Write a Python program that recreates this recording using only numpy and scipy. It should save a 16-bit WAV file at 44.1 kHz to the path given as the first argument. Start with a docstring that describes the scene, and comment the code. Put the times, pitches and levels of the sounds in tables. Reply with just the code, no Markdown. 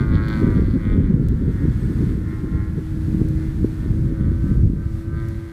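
"""A model aeroplane turns overhead and flies off over a field, heard on a small camera's microphone in gusty wind.
It opens close and side-on: firings crack and ring the silencer, and a three-bladed propeller drones and washes.
The engine sags in the turn, shows its rear quarter and then its tail; it swells and fades, coloured by a ground echo.
Throughout, wind rumbles, flutters and slaps the microphone over unsteady hiss and ticks on a one-second beat.
Two faint chirps come from the field shortly before two seconds; one late tick is missing."""
import sys
import numpy as np
from scipy import signal
from scipy.fft import rfft, irfft
from scipy.io import wavfile
from scipy.ndimage import uniform_filter1d

SR = 44100
rng = np.random.default_rng(int(sys.argv[2]) if len(sys.argv) > 2 else 0)


def master_out(mix):
    """Clip the mix to full scale and print it as 16-bit PCM to the path in sys.argv[1]."""
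    frames = np.transpose(np.atleast_2d(mix))
    ceiling = np.clip(frames, -1, 1)
    pcm = np.round(ceiling * 32767).astype(np.int16)
    wavfile.write(sys.argv[1], SR, pcm)


N = 243431
TIME = np.arange(N) / SR  # seconds

# Engine speed as heard, sagging in the turn and picking up on the straight: time_s, firing_rate_hz
ENGINE_SPEED = [(0, 110.4), (.05, 110.3), (.2, 109), (.42, 108.6), (.6, 106.6), (1.1, 103.7), (1.22, 104),
                (1.36, 103.6), (1.78, 103.85), (1.92, 104.7), (2.35, 105.85), (2.52, 106), (2.9, 105.35),
                (3.1, 105.1), (3.18, 105.6), (3.3, 105.05), (3.5, 106.3), (3.7, 105.85), (3.9, 105.9),
                (4.03, 107.55), (4.28, 107.7), (4.55, 110.05), (4.63, 111.5), (4.8, 110.6), (4.94, 108.9),
                (5.04, 109.55), (5.12, 110.7), (5.32, 111.35), (5.52, 110.9)]
# Engine falling back until about four seconds, its buzz then rising again:
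# time_s, buzz_level_db, wash_level_db, buzz_tilt_db_per_octave
ENGINE_LEVELS = [(0, -41.5, -48.5, -1), (.48, -42.5, -46.5, -5), (.7, -48.5, -52.5, -2.5),
                 (1.05, -51, -53.5, -3), (1.3, -54.5, -55, -7.5), (2.1, -53, -51.5, -1),
                 (3.1, -58.5, -57.5, -4), (3.9, -59, -57.5, -7), (4.4, -57, -58, -5), (4.95, -57, -61, -6),
                 (5.52, -52.5, -57.5, 0.5)]
# Two low tones fading in and out: time_s, propeller_level_db, exhaust_tone_level_db
DRONE_LEVELS = [(0, -30.5, -47), (.45, -29, -39.5), (.75, -45.5, -49.5), (1.6, -39.5, -49.5),
                (2.25, -33, -66), (2.8, -32, -57.5), (3.3, -26.5, -49), (3.72, -33, -63),
                (4.15, -27.5, -45), (4.7, -37.5, -55), (5.3, -32, -48.5), (5.52, -38, -54.5)]
# Side of the aeroplane facing the microphone: time_s, view (0 side, 1 rear quarter, 2 tail)
VIEW = [(0, 0), (1.05, 0), (1.25, 1), (3.95, 1), (4.5, 2), (5.52, 2)]
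# The engine swells and fades, one band most, and the level dips briefly at 4.7 s: peak_s, length_s, band_hz,
# buzz_lift_db, rasp_lift_db
ENGINE_SWELLS = [(.005, 0.21, 1300, 8.5, 4.5), (0.068, 0.067, 2100, -6.5, -10),
                 (0.16, 0.045, 2000, -0.5, 10), (0.195, 0.12, 1410, 8, -3), (0.247, 0.1, 2100, -4, 0),
                 (0.322, 0.14, 1530, 8, 10), (0.48, 0.23, 1200, 5, -2), (0.586, 0.055, 1290, 3.5, 4),
                 (0.802, 0.058, 1300, -2.5, -2), (0.877, 0.2, 2080, 12, 2), (0.912, .09, 1000, 5.5, 7),
                 (1.07, 0.068, 2240, 5.5, 2.5), (1.18, 0.078, 2200, -1.5, -11),
                 (1.604, 0.22, 1830, 10, 1.5), (2.053, 0.17, 1770, 3.5, 6), (2.185, 0.12, 1300, -5.5, -8),
                 (2.317, 0.088, 1960, 7.5, -1), (2.44, 0.11, 2050, -5, -9), (2.497, 0.44, 950, 11, 0),
                 (2.61, 0.098, 2000, 7, 0), (2.72, 0.061, 1500, -3, -2), (3.44, 0.16, 2060, 10.5, 7),
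                 (3.84, 0.15, 1670, 15, 6), (4.213, 0.26, 1470, 13.5, 3), (4.385, .06, 2000, -2, 0),
                 (4.51, 0.23, 1520, 13, 0), (4.7, 0.27, 1930, -17.5, -19), (4.81, 0.12, 1570, 14, -5),
                 (4.936, 0.059, 1540, -4, -7), (5.075, 0.072, 2000, -5, -16), (5.182, 0.22, 1410, 10, -3),
                 (5.204, .09, 2050, 5, 9)]
# The rasp turning bright and dull: time_s, tilt_db_per_octave
RASP_BRIGHTNESS = [(0, -4), (.17, 2), (.27, 2), (.34, -2), (.62, -4), (.75, 5), (.88, -18), (1.1, -10),
                   (2, -9), (4.9, -9), (5.2, 1), (5.52, -4)]
# Ground echo, weaker during some swells: time_s, echo_gain (0-1, before each sound's own share)
ECHO_GAIN = [(0, 1), (.35, 0.87), (.7, 1), (.9, 0.7), (1.1, 1), (3.95, 1), (4.2, 0.5), (4.45, 1), (5.52, 1)]

# Engine spectra, only their shape counts: frequency_hz, relative_density_db
SIDE_SPECTRUM = [(450, -16), (650, 9.5), (760, -2), (870, 6.5), (1080, 11), (1200, 14), (1310, 13),
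                 (1420, 14), (1530, 17.5), (1640, 14.5), (1750, -1.5), (1880, 16), (2100, 14.5), (2300, 8),
                 (2450, 2.5), (2650, -19), (3400, -45)]
QUARTER_SPECTRUM = [(450, -17), (640, 9), (740, -4), (840, 7), (945, 9), (1050, 13), (1155, 7), (1260, 12),
                    (1365, 17), (1470, 16), (1575, 0.5), (1680, 17.5), (1785, 16.5), (1890, 14.5),
                    (2110, 15.5), (2210, 12.5), (2320, 3), (2620, -19), (3400, -34)]
TAIL_SPECTRUM = [(450, -11.5), (640, 10), (760, -10), (860, -6), (1000, 9.5), (1100, 8), (1215, 14.5),
                 (1320, 13.5), (1420, 3.5), (1545, 18), (1660, 8), (1880, 10.5), (2100, 16), (2320, 1),
                 (2600, -19), (3400, -52)]
RASP_SPECTRUM = [(1200, -25), (2200, -10), (2700, -19), (3050, -4), (3380, -1.5), (3480, 2.5), (3600, -1.5),
                 (3900, -5), (4350, -2), (4750, -10), (5200, -18), (8000, -28), (12000, -45)]
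WASH_SPECTRUM = [(400, -13), (750, -7), (1100, -3), (1500, 5), (1900, -0.5), (2200, -17), (2600, -16.5),
                 (3500, -17), (6000, -45)]

# Strength of the wind before gusts and buffets: time_s, rumble_level_db, flutter_level_db
WIND_LEVELS = [(0, -23, -24.5), (.35, -20.5, -28), (.52, -18, -27), (1.1, -19.5, -25), (1.55, -22, -28.5),
               (2.08, -17.5, -25.5), (2.25, -25, -35), (2.85, -24, -31.5), (3.2, -18.5, -26.5),
               (3.5, -25, -32.5), (3.77, -23, -34.5), (3.92, -19, -31), (4.7, -21, -32), (4.8, -23, -37),
               (5.38, -25, -42), (5.52, -38, -48)]
# Gusts that stand out: peak_s, length_s, rumble_lift_db, flutter_lift_db
WIND_GUSTS = [(0.003, 0.055, 5, 2.5), (0.135, 0.1, 8, 4), (0.453, 0.093, 3, 10.5), (0.58, 0.077, 3, 9.5),
              (0.691, 0.037, 7, 2), (0.762, 0.03, -12, 10.5), (0.834, 0.03, -8.5, -2),
              (0.946, 0.14, 4, 5.5), (1.138, 0.099, -0.5, 4.5), (1.21, 0.034, 2, 2), (1.317, 0.11, 4, 5),
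              (1.484, 0.061, 5, 6.5), (1.672, 0.084, 4.5, 8.5), (1.777, 0.037, -1, -11),
              (1.927, 0.033, -13, 3), (2.094, 0.042, -7, 5.5), (2.273, 0.13, 1.5, 5),
              (2.445, 0.023, -1, 12.5), (2.563, 0.12, 5.5, 4.5), (2.88, 0.066, -3, -10),
              (2.957, 0.023, 1, 6), (3.205, 0.066, 0, 1), (3.377, 0.045, 5, -3.5), (3.625, 0.069, 9.5, 8),
              (3.766, 0.065, -3, -1), (3.91, 0.028, 3.5, 1.5), (4.05, 0.08, 3.5, 3), (4.163, 0.02, -13, -8),
              (4.225, 0.089, 2, 3.5), (4.295, 0.078, 2.5, 6), (4.395, .04, 1, -4), (4.52, 0.1, 4.5, 6.5),
              (4.573, 0.017, 9.5, -4), (4.634, 0.07, 7.5, 11), (4.673, 0.033, 7, -5), (4.96, 0.05, 2, -16),
              (5.029, 0.039, -10, -11), (5.148, 0.03, 6, 9.5)]
# Single eddies slapping the microphone, before its port and overload: centre_s, peak_db, pitch_hz
MIC_SLAPS = [(.122, -11, 150), (.181, -10, 135), (.471, -8.5, 215), (.572, -10, 140), (.597, -9, 215),
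             (.621, -10, 135), (.684, -6, 170), (.738, -9, 160), (.765, -11, 150), (.959, -8, 145),
             (.981, -6.5, 210), (1.044, -7.5, 170), (1.102, -8.5, 175), (1.143, -3.5, 145),
             (1.48, -8.5, 195), (1.654, -9.5, 225), (1.686, -9, 170), (2.071, -11, 145), (3.148, -10, 185),
             (3.217, -5.5, 230), (3.647, -2.5, 240), (3.862, -10, 205), (4.058, -11, 160),
             (4.125, -10.5, 200), (4.211, -9.5, 185), (4.318, -11, 195), (4.443, -8, 155), (4.515, -7, 195),
             (4.701, -8.5, 185), (4.735, -12, 200)]
# Wind spectra for large and small eddies, only their shape counts: frequency_hz, relative_density_db
RUMBLE_SPECTRUM = [(10, -47), (22, -7), (45, 2.5), (80, 3.5), (125, 1), (180, -5.5), (240, -13),
                   (320, -26.5), (500, -36.5), (900, -61)]
FLUTTER_SPECTRUM = [(60, -28.5), (150, 1.5), (230, -1), (300, -4.5), (380, -10.5), (470, -19), (580, -29.5),
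                    (750, -47.5), (1200, -44)]

# Faint whistles from the field: start_s, length_s, pitch_hz, peak_db
FIELD_CHIRPS = [(1.785, .09, 8330, -62), (1.935, .035, 8400, -72)]
# Camera hiss, only its shape counts: frequency_hz, relative_density_db
HISS_SPECTRUM = [(300, 9), (2000, 4), (3000, -4.5), (4400, -3.5), (5200, -6.5), (7500, -8.5), (8300, -7),
                 (9000, -9), (12600, -10.5), (14000, -13), (15300, -36)]
# Camera hiss before its small random waver: time_s, level_db
HISS_LEVELS = [(0, -51.5), (.23, -55), (.4, -48.5), (.72, -54), (.92, -53.5), (1.18, -57.5), (1.55, -51.5),
               (2.07, -50), (2.5, -53.5), (3.17, -49.5), (3.82, -51), (4.3, -54), (4.51, -50.5),
               (4.71, -55.5), (4.97, -51), (5.1, -56.5), (5.32, -50.5), (5.52, -55)]
# Electrical ticks before the camera's top cut: start_s, peak_db
CAMERA_TICKS = [(0.2866, -23), (1.2866, -21), (2.2878, -36), (3.287, -25.5), (5.2868, -25.5)]

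# Rasp level at the usual buzz level, and its dB per dB of buzz
RASP_DB, RASP_FOLLOW, USUAL_BUZZ_DB = -62.5, 0.97, -49.5
BUZZ_ECHO, RASP_ECHO = 0.6, 0.35  # echo share of each; grass scatters the treble
FOCUS_WIDTH_HZ, SWELL_SPREAD = 290, 0.43  # width of a swell's band; share of the lift the other bands get
WASH_SHARE = 0.2  # share of an upward lift that the wash gets
# Echo delay high up and at the horizon; the aeroplane sinks fast at first
HIGH_LAG_S, LOW_LAG_S, DESCENT_S, DESCENT_EASE = 0.00574, 0.00313, 5.9, 2.7
# Small random buffets: changes per second, then the signed spread for each layer
BUFFET_RATE, RUMBLE_BUFFET_DB, FLUTTER_BUFFET_DB = 28, 1, -1
MIC_DRIVE = 0.79  # how hard the wind pushes the microphone into overload
TOP_HZ = 15600  # the camera's upper limit


def aeroplane():
    """Exhaust pulses and propeller tone locked to one shaft, over the propeller's wash."""
    firing_hz, = curves(ENGINE_SPEED)
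    buzz_db, wash_db, tilt_db = curves(ENGINE_LEVELS)
    swells, rasp_lift_db = [], 0
    for peak_s, length_s, band_hz, buzz_lift_db, lift_db in ENGINE_SWELLS:
        shape = hump(peak_s, length_s)
        swells.append((band_hz, buzz_lift_db * shape))
        rasp_lift_db = rasp_lift_db + lift_db * shape
    rasp_db = RASP_DB + RASP_FOLLOW * (buzz_db - USUAL_BUZZ_DB) + rasp_lift_db

    turns = np.cumsum(firing_hz * (1 + 0.0005 * walk(25))) / SR  # one firing a turn
    pulses = firings(turns, scatter_db=0.45, jitter_s=0.000005)
    exhaust = over_ground(buzz(pulses, tilt_db, swells) * undb(buzz_db), BUZZ_ECHO)
    exhaust += over_ground(rasp(turns) * undb(rasp_db), RASP_ECHO)
    return exhaust + drone(turns) + wash(wash_db, swells)


def firings(turns, scatter_db, jitter_s):
    """One pressure pulse a shaft turn, each a little different in size and moment."""
    at = np.interp(np.arange(int(turns[-1]) + 1), turns, np.arange(N))
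    timing, strength = rng.standard_normal((2, len(at)))
    at = np.clip(at + jitter_s * SR * timing, 0, N - 2)
    first, size = at.astype(int), undb(scatter_db * strength)
    # share each pulse between two samples to keep its exact moment
    late = at % 1
    return np.bincount(first, size * (1 - late), N) + np.bincount(first + 1, size * late, N)


def buzz(pulses, tilt_db, swells):
    """Firings ring the silencer; its colour changes as the tail swings round, and swells favour their bands."""
    def shape_db(hz):
        """Spectral tilt plus the lift of every swell at this frequency."""
        level_db = tilt_db * np.log2(hz / 1500)
        for band_hz, lift_db in swells:
            focus = np.exp(-((hz - band_hz) / FOCUS_WIDTH_HZ) ** 2)
            level_db = level_db + lift_db * (SWELL_SPREAD + (1 - SWELL_SPREAD) * focus)
        return level_db

    view, = curves(VIEW)
    ring = np.zeros(N)
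    for k, spectrum in enumerate((SIDE_SPECTRUM, QUARTER_SPECTRUM, TAIL_SPECTRUM)):
        ring += np.maximum(1 - np.abs(view - k), 0) * colour(pulses, spectrum)
    return fade(ring, np.linspace(850, 2250, 8), shape_db, waver_db=1.2, rate=9)


def rasp(turns):
    """Each firing cracks unevenly and gas hisses out behind it; the treble turns bright and dull."""
    pulses = firings(turns, scatter_db=2.2, jitter_s=0.00002)
    gas = unit(np.exp(-(turns % 1) / 0.12) * rng.standard_normal(N))
    crack = colour(unit(pulses) + 0.12 * gas, RASP_SPECTRUM)
    tilt_db, = curves(RASP_BRIGHTNESS)

    def shape_db(hz):
        """Treble tilt about 3700 Hz."""
        return tilt_db * np.log2(hz / 3700)

    return fade(crack, [2900, 3400, 3900, 4400, 6000], shape_db, waver_db=2.4, rate=24)


def drone(turns):
    """Three blades sound the third shaft order; the exhaust adds a low tone on the fifth."""
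    blade_db, pipe_db = curves(DRONE_LEVELS)
    blades = np.sin(2 * np.pi * 3 * turns) * undb(blade_db + 1.5 * walk(16))
    pipe = np.sin(2 * np.pi * 5 * turns) * undb(pipe_db)
    return blades + pipe


def wash(wash_db, swells):
    """Propeller turbulence as coloured noise, taking a little of each net swell and all of each net fade."""
    lift_db = sum(db for _, db in swells)
    return noise(WASH_SPECTRUM) * undb(wash_db + np.minimum(WASH_SHARE * lift_db, lift_db))


def over_ground(x, share):
    """Direct sound plus its echo off the field: a comb that slides through the harmonics."""
    height = np.maximum(1 - TIME / DESCENT_S, 0) ** DESCENT_EASE
    lag_s = LOW_LAG_S + (HIGH_LAG_S - LOW_LAG_S) * height
    gain = share * curves(ECHO_GAIN)[0]
    echo = np.interp(TIME - lag_s, TIME, x)
    return (x + gain * echo) / np.sqrt(1 + gain ** 2)


def fade(x, centres_hz, shape_db, waver_db, rate):
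    """Neighbouring bands follow shape_db(hz) and also wax and wane on their own."""
    spectrum, grid_hz = rfft(x), np.fft.rfftfreq(N, 1 / SR)
    out = np.zeros(N)
    for hz, weights in zip(centres_hz, np.eye(len(centres_hz))):
        band = irfft(spectrum * np.interp(grid_hz, centres_hz, weights), N)
        out += band * undb(shape_db(hz) + waver_db * walk(rate))
    return out


def wind():
    """Large eddies rumble, small ones flutter in bursts, gusts shift both, and a few eddies slap the microphone."""
    rumble_db, flutter_db = curves(WIND_LEVELS)
    buffet = walk(BUFFET_RATE)
    rumble_db = rumble_db + RUMBLE_BUFFET_DB * buffet
    flutter_db = flutter_db + FLUTTER_BUFFET_DB * buffet
    for peak_s, length_s, rumble_lift_db, flutter_lift_db in WIND_GUSTS:
        gust = hump(peak_s, length_s)
        rumble_db = rumble_db + rumble_lift_db * gust
        flutter_db = flutter_db + flutter_lift_db * gust
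    out = evened(noise(RUMBLE_SPECTRUM)) * undb(rumble_db)
    out += evened(noise(FLUTTER_SPECTRUM)) * undb(flutter_db + 2.6 * walk(55))
    out += slaps()
    # eddies smaller than the microphone port average out
    return signal.sosfiltfilt(signal.butter(2, 1000, fs=SR, output="sos"), out)


def slaps():
    """Passing vortices: each a suction dip between two pressure humps."""
    out = np.zeros(N)
    for centre_s, peak_db, hz in MIC_SLAPS:
        reach = (np.pi * hz * (TIME - centre_s)) ** 2
        out -= undb(peak_db) * (1 - 2 * reach) * np.exp(-reach)
    return out


def chirps():
    """Thin, slightly unsteady sine whistles from the field."""
    out, waver = np.zeros(N), 1 + 0.0037 * walk(70)
    for start_s, length_s, hz, peak_db in FIELD_CHIRPS:
        progress = np.clip((TIME - start_s) / length_s, 0, 1)
        swell = np.sqrt(np.abs(np.sin(np.pi * progress)))
        out += undb(peak_db) * swell * np.sin(2 * np.pi * np.cumsum(hz * waver) / SR)
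    return out


def camera():
    """Coloured-noise hiss that swells and dips, and one-sample electrical ticks."""
    hiss_db, = curves(HISS_LEVELS)
    out = noise(HISS_SPECTRUM) * undb(hiss_db + 0.7 * walk(12))
    for start_s, peak_db in CAMERA_TICKS:
        out[int(start_s * SR)] += undb(peak_db)
    return out


def undb(db):
    """Decibels to gain."""
    return 10 ** (np.asarray(db) / 20)


def curves(table):
    """The columns of a timed table, one value a sample."""
    time_s, *columns = np.transpose(table)
    return [np.interp(TIME, time_s, column) for column in columns]


def hump(peak_s, length_s):
    """A smooth rise to 1 and fall, about length_s long at half height."""
    return np.exp(-np.pi * np.minimum(((TIME - peak_s) / length_s) ** 2, 10))


def unit(x):
    """Scale to rms 1."""
    return x / np.sqrt(np.mean(x ** 2))


def evened(x):
    """Partly even out the slow level changes of a noise."""
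    return x / uniform_filter1d(x ** 2, SR // 12) ** 0.4


def walk(rate):
    """Random levels held 1 / rate seconds and smoothed twice; rms 1."""
    hold = int(SR / rate)
    steps = np.repeat(rng.standard_normal(N // hold + 1), hold)[:N]
    return unit(uniform_filter1d(uniform_filter1d(steps, hold), hold))


def colour(x, points, size=8192):
    """Causal minimum-phase filter with the given spectrum; output at rms 1."""
    hz, db = np.transpose(points)
    grid_hz = np.maximum(np.fft.rfftfreq(size, 1 / SR), 1)
    gain = undb(np.interp(np.log(grid_hz), np.log(hz), db))
    # folding the cepstrum onto positive time makes the filter causal
    cepstrum = irfft(np.log(gain))
    cepstrum[1:size // 2] *= 2
    cepstrum[size // 2 + 1:] = 0
    response = irfft(np.exp(rfft(cepstrum)))
    return unit(signal.fftconvolve(x, response)[:N])


def noise(points):
    """Coloured noise at rms 1."""
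    return colour(rng.standard_normal(N), points)


def scene():
    """Aeroplane, wind, chirps and camera noise on one microphone."""
    return (aeroplane() + wind() + chirps() + camera())[None]


def record(dry):
    """The microphone rounds off the hardest slaps; the camera cuts the top."""
    rounded = np.tanh(MIC_DRIVE * dry) / MIC_DRIVE
    top_cut = signal.ellip(8, 0.2, 70, TOP_HZ, fs=SR, output="sos")
    return signal.sosfilt(top_cut, rounded)


dry = scene()
out = record(dry)
master_out(out)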